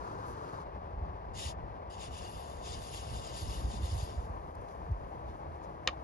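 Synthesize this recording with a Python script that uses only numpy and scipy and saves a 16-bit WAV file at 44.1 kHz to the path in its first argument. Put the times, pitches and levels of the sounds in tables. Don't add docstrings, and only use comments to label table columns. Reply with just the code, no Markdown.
import sys
import numpy as np
from scipy import signal
from scipy.fft import rfft, irfft
from scipy.io import wavfile
from scipy.ndimage import uniform_filter1d

SR = 44100
rng = np.random.default_rng(int(sys.argv[2]) if len(sys.argv) > 2 else 0)


def log_audio(samples):
    frames = np.atleast_2d(samples).T
    limited = np.clip(frames, -1, 1)
    pcm = np.round(limited * 32767).astype(np.int16)
    wavfile.write(sys.argv[1], SR, pcm)


N = 266260

# f/Hz, likeness/0-1, left lead/rad, left minus right/dB
NOISE_IMAGE = [(61, 0.86, 0, 1), (194, 0.97, 0.25, -1), (576, 0.94, 2, 4.5), (1207, 0.84, 2.5, 4.5),
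               (1510, 0.89, 4, 1), (1780, 0.28, 5.5, 3), (2180, 1, 7, 0.5), (3860, 0.7, 8.5, 4),
               (5100, 0.3, 6.5, 4.5), (6600, 0.04, 5, 0), (7200, 1, np.pi, 0), (9600, 1, np.pi, 0),
               (11000, 1, 1.5, 0)]


def rice():
    # t/s, level/dB, extra treble/dB
    trickle = [(1.896, -56.5, -10), (2.05, -67, -12), (2.2, -66, -2), (2.35, -56, 0.5), (2.61, -60, -7),
               (2.82, -53, -4), (3.1, -53.5, -5), (3.32, -54, -13), (3.55, -48.5, -4), (3.65, -54.5, -5.5),
               (3.8, -62, -7), (4.05, -53.5, -5), (4.14, -58.5, -8), (4.2, -64.5, -11), (4.26, -66, -7),
               (4.3, -83, -6)]
    patter = grain_patter()
    body = signal.oaconvolve(patter, signal.firwin(129, 10000, fs=SR)[None], "same")
    t = np.arange(N) / SR
    times, level_db, treble_db = np.transpose(trickle)
    gate = np.clip(np.minimum(t - times[0], times[-1] - t) / 0.011, 0, 1)
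    stream = gate * gain_of(np.interp(t, times, level_db))
    surge, surge_treble = np.sqrt(surge_power(t))
    treble = np.hypot(stream * gain_of(np.interp(t, times, treble_db)), surge_treble)
    treble *= gain_of(1.2 * drift(3.2))
    return np.hypot(stream, surge) * body + treble * (patter - body)


def grain_patter():
    # f/Hz, relative level/dB
    colour = [(1200, -30), (1900, -7), (2400, -10), (2850, -1), (3200, -4), (3600, 1), (4050, -6),
              (5100, 1), (5550, -7), (6050, -9), (6500, -4), (6900, -1.5), (7600, -3), (9000, -5),
              (10300, -2), (11000, -3), (11500, -6), (11800, -18)]
    # f/Hz, likeness/0-1, left lead/rad, left minus right/dB
    image = [(1500, .4, 4, 1), (2000, .7, 6.2, 2), (2800, .7, 7.6, 2), (3700, .3, 9.4, 11),
             (4500, .6, 13, 5), (5300, .7, 13, 7), (6000, .4, 12, 0), (6900, .6, 11.5, 3),
             (7500, 1, 3 * np.pi, 0), (9550, 1, 3 * np.pi, 0), (9900, .93, 9, 0), (10400, .75, 8, 0),
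             (10900, .7, 7, 0), (11400, .9, 6.3, -1)]
    # t/s, boost/dB
    ring_boost = [(1.3, 1.5), (1.9, 6), (2.15, 8.5), (2.3, 6), (2.7, 1), (3.1, 4.5), (3.4, 1), (4.3, 1.5)]
    grains_per_s, sparkle_hz, ring_hz, ring_width_hz = 12000, 9800, 2780, 470
    taps = rng.choice([-1., 1.], (2, N)) * (rng.random((2, N)) < grains_per_s / SR)
    size_db = 2.2 * np.minimum(rng.exponential(1, (2, N)), 5)
    taps *= gain_of(size_db + 0.43 * drift(37))
    patter = unit_rms(patchy(in_stereo(taps, colour, image), depth_db=2.0, frames=5, bins=3))
    highpass = signal.firwin(257, sparkle_hz, pass_zero=False, fs=SR)
    sparkle = signal.oaconvolve(patter, highpass[None], "same")
    spurts = patchy(sparkle, depth_db=3.5, frames=7, bins=4)
    patter = patter - sparkle + spurts
    ring = signal.lfilter(*signal.iirpeak(ring_hz, ring_hz / ring_width_hz, SR), patter)
    return patter + (gain_of(curve(ring_boost)) - 1) * ring


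def surge_power(t):
    # middle t/s, peak level/dB, hold/s, extra treble/dB
    surges = [(1.357, -51.5, 0.03, -22), (1.438, -43, 0.07, -11.5), (1.92, -59, .025, -20),
              (2.03, -48.5, 0.012, -18), (2.165, -52.5, 0.035, -8.5), (2.25, -52.5, 0.01, -10),
              (2.701, -46.5, 0.058, -22), (2.864, -55, 0.0096, 1), (2.96, -47.5, 0.02, -8),
              (3.162, -50.5, 0.015, -9), (3.266, -50.5, 0.021, -23), (3.381, -47.5, 0.03, -6),
              (3.738, -50, 0.029, -17), (3.882, -50, 0.073, -11), (3.999, -49.5, 0.011, -1)]
    # start t/s, end t/s
    slides = [(1.331, 1.545), (1.898, 4.3)]
    rise_s, fall_s, edge_s = 0.028, 0.038, 0.027
    power = np.zeros((2, len(t)))
    for middle, db, hold, treble_db in surges:
        early = np.maximum(middle - hold / 2 - t, 0) / rise_s
        late = np.maximum(t - middle - hold / 2, 0) / fall_s
        power += gain_of(np.array([[db], [db + treble_db]]) - 6 * (early + late) ** 2) ** 2
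    loose = sum(np.clip(np.minimum(t - start, end - t) / edge_s, 0, 1) for start, end in slides)
    return power * loose ** 2


def bowl_clack():
    # t/s, peak level/dB, softness/0-1
    contacts = [(5.8735, -22, 1), (5.8745, -9.5, 0.08), (5.8756, -14.5, 0.48), (5.8768, -16, 0.06),
                (5.8785, -22, 0.34), (5.8843, -23, 0.26), (5.8866, -22, 0.74), (5.892, -29, 0.56)]
    # f/Hz, left level/dB, right level/dB, t60/s
    modes = [(300, -19, -18, 0.02), (573, -4, -15, 0.015), (856, -9.5, -9, 0.012), (1140, -2.5, 1.5, 0.02),
             (1684, -16, -0.5, 0.011), (1883, -3.5, -0.5, 0.016), (2340, 3.5, 2.5, 0.011),
             (2910, -3, -2, 0.013), (3080, 8, 0, 0.0073), (3725, 8.5, 2.5, 0.0088), (4160, 4.5, -9, 0.0074),
             (4980, -0.5, -9, 0.01), (6350, -4, -18, 0.011), (6800, -14, -18, 0.013),
             (7700, -29, -34, 0.0038), (8900, -30, -21, 0.0032), (10300, -27, -24, 0.0097)]
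    t, dry = np.arange(3000) / SR, np.zeros((2, N))
    for start, db, soft in contacts:
        spots_db = 2.5 * rng.standard_normal(len(modes))
        ring = np.zeros((2, len(t)))
        for (hz, left_db, right_db, t60), spot_db in zip(modes, spots_db):
            dulling_db = 20 * soft * np.log2(1 + hz / 3000)
            mode_db = np.array([[left_db], [right_db]]) + spot_db - dulling_db
            ring += gain_of(mode_db - 60 * t / t60) * np.sin(2 * np.pi * hz * t)
        ring *= 1 - np.exp(-t / (0.00037 + 0.0013 * soft))
        add(dry, start, gain_of(db) * ring / abs(ring).max())
    lag = np.arange(6000) / SR
    echoes = rng.standard_normal((2, 6000)) * gain_of(-41.0 - 60 * lag / 0.13) * (lag > .002)
    return dry + signal.oaconvolve(dry, lowpass(echoes, hz=6500), axes=1)[:, :N]


def wind():
    # t/s, level/dB
    strength = [(0.0, -44.5), (0.7, -61.5), (1.2, -43.5), (2.0, -48.5), (3.2, -44.5), (3.8, -42),
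                (4.4, -47.5), (6.04, -53)]
    # t/s, peak level/dB, f/Hz, rise/s
    buffets = [(0.94, -32, 70.6, 0.009), (0.982, -31.5, 51, 0.021), (1.031, -29, 66, 0.018),
               (1.467, -32.5, 72.5, 0.016), (3.075, -36, 83.4, 0.011), (3.116, -37, 79, 0.012),
               (3.133, -33.5, 90, 0.02), (3.163, -34, 70.6, 0.033), (3.433, -30, 79.5, 0.018),
               (3.499, -30, 61.6, 0.016), (3.587, -30.5, 53.4, 0.027), (3.651, -26.5, 60.5, 0.025),
               (3.684, -33.5, 52, 0.027), (3.744, -41, 212, 0.018), (3.776, -43, 87, 0.02),
               (3.843, -25, 70, 0.019), (3.897, -32.5, 66, 0.019), (3.937, -27, 75, 0.029),
               (3.982, -31.5, 75.5, 0.055), (4.034, -23, 71, 0.0095), (4.188, -26, 61.5, 0.018),
               (4.307, -32, 71, 0.014), (4.24, -43, 61, 0.025), (4.903, -34.5, 116, 0.02),
               (4.924, -23.5, 71, 0.018), (4.96, -31.5, 45, 0.032)]
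    sink_per_s, tail_stretch, steepness = 20, 1.43, 0.17
    shared, left, right = lowpass(rng.standard_normal((3, N)), hz=55)
    rumble = unit_rms(lowpass(shared + 0.7 * np.array([left, right]), hz=110))
    out = rumble * gain_of(curve(strength) + 4.1 * drift(4.75))
    t = np.arange(-.08 * SR, .08 * SR) / SR
    for (peak_s, db, hz, rise), (turn, side) in zip(buffets, rng.random((len(buffets), 2))):
        offset = 0.15 + 0.12 * (turn - .5)
        angle = 2 * np.pi * (hz * (1 - np.exp(-sink_per_s * t)) / sink_per_s + offset)
        wave = np.cos(angle + steepness * np.sin(angle))
        pan = gain_of(3. * (side - .5) * np.array([[1], [-1]]))
        envelope = swell(t, rise * np.where(t > 0, tail_stretch, 1))
        add(out, peak_s - .08, gain_of(db) * pan * envelope * wave)
    return out


def roar():
    # f/Hz, level in a 1 Hz band/dB
    opening_colour = [(30, -85), (60, -69), (120, -70), (220, -80), (400, -72.5), (700, -74), (1000, -70.5),
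                      (1400, -79), (2000, -95), (3000, -101.8), (5200, -102.2), (5700, -106.0),
                      (8000, -104.5), (11200, -112.8)]
    # f/Hz, level in a 1 Hz band/dB
    duller_colour = [(30, -77), (60, -62), (120, -76.5), (170, -76.5), (240, -84), (400, -77.5),
                     (700, -73.5), (1000, -76), (1150, -80), (1450, -88), (2000, -96), (3000, -105.8),
                     (5200, -112.5), (5700, -116.2), (6900, -120), (10500, -120), (11500, -126)]
    switch_s = 0.632
    noise = white_noise() * gain_of(0.31 * drift(11.0) + 0.87 * drift(21))
    switched = np.clip((np.arange(N) / SR - switch_s) / 0.009, 0, 1)
    before = in_stereo(noise, opening_colour, NOISE_IMAGE)
    after = in_stereo(noise, duller_colour, NOISE_IMAGE)
    return (1 - switched) * before + switched * after


def rustles():
    # t/s, level/dB, rise and fall/s, centre f/Hz
    puffs = [(0.296, -61.5, 0.07, 8650), (4.554, -61, .006, 8600), (4.618, -71, 0.02, 8700),
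             (4.68, -74, 0.0088, 6500), (4.688, -62, 0.0068, 4170), (4.71, -71, 0.054, 5530),
             (4.918, -67, .006, 6000), (5.295, -68, 0.05, 3720), (5.642, -66.5, 0.027, 6500)]
    t, out = np.arange(-2048, 2048) / SR, np.zeros((2, N))
    for peak_s, db, rise, hz in puffs:
        hump = [(hz / 3, -15), (hz, 0), (hz * 2.3, -14)]
        puff = unit_rms(in_stereo(rng.standard_normal((2, 4096)), hump, NOISE_IMAGE))
        add(out, peak_s + t[0], gain_of(db) * puff * swell(t, rise))
    return out


def hum():
    # t/s, level/dB
    levels = [(0, -79), (2.9, -74.5), (3.6, -60.5), (4.1, -69.5), (4.7, -79), (5.25, -60.5), (5.7, -64),
              (6.04, -61)]
    pitch_hz = 322.5 + 1.21 * drift(2.84)
    tone = np.sqrt(2) * np.sin(2 * np.pi * np.cumsum(pitch_hz) / SR)
    return tone * gain_of(curve(levels) + np.array([[1.], [-1.]]))


def fizz():
    # f/Hz, level in a 1 Hz band/dB
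    colour = [(3000, -120), (5000, -114), (8500, -111), (11500, -116)]
    start_s, fade_db_per_s = 4.1, 3.5
    since = np.arange(N) / SR - start_s
    noise = white_noise() * gain_of(1.9 * drift(6.3) - fade_db_per_s * since)
    return np.clip(since / 0.09, 0, 1) * in_stereo(noise, colour, NOISE_IMAGE)


def in_stereo(pair, colour, image):
    hz = np.fft.rfftfreq(pair.shape[1], 1 / SR)
    left, unrelated = rfft(pair) * gain_of(columns_at(colour, hz)[0])
    likeness, lead, balance_db = columns_at(image, hz)
    likeness = np.clip(likeness, 0, 1)
    right = likeness * np.exp(-1j * lead) * left + np.sqrt(1 - likeness ** 2) * unrelated
    balance = gain_of(balance_db)
    keep_power = np.sqrt(2 / (1 + balance ** 2))
    return irfft(np.array([left * balance, right]) * keep_power, pair.shape[1])


def patchy(x, depth_db, frames, bins):
    spectra = signal.stft(x, nperseg=512)[2]
    patches = uniform_filter1d(rng.standard_normal(spectra.shape[1:]), bins, axis=0)
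    patches = uniform_filter1d(patches, frames, axis=1)
    return signal.istft(spectra * gain_of(depth_db * unit_rms(patches)), nperseg=512)[1][:, :N]


def drift(rate):
    return unit_rms(lowpass(rng.standard_normal(N + SR), rate, order=2)[SR:])


def white_noise():
    return rng.standard_normal((2, N)) * np.sqrt(SR / 2)


def swell(t, width):
    return np.exp(-np.log(16) * (t / width) ** 2)


def lowpass(x, hz, order=1):
    return signal.sosfilt(signal.butter(order, hz, fs=SR, output="sos"), x)


def curve(points):
    return np.interp(np.arange(N) / SR, *np.transpose(points))


def columns_at(rows, hz):
    f, *columns = np.transpose(rows)
    return [np.interp(np.log(hz + 1), np.log(f + 1), column) for column in columns]


def gain_of(db):
    return 10 ** (np.asarray(db) / 20)


def unit_rms(x):
    return x / np.sqrt(np.mean(x ** 2) + 1e-20)


def add(mix, start_s, sound):
    part = mix[..., round(start_s * SR):][..., :sound.shape[-1]]
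    part += sound[..., :part.shape[-1]]


def scene():
    return roar() + rice() + wind() + rustles() + bowl_clack() + fizz() + hum()


def record(dry):
    low_cut_hz, high_cut_hz = 37, 11800
    thin = signal.sosfiltfilt(signal.butter(2, low_cut_hz, "highpass", fs=SR, output="sos"), dry)
    high_cut = signal.firwin(511, high_cut_hz, window=("kaiser", 9), fs=SR)
    return signal.oaconvolve(thin, high_cut[None], "same")


dry = scene()
out = record(dry)
log_audio(out)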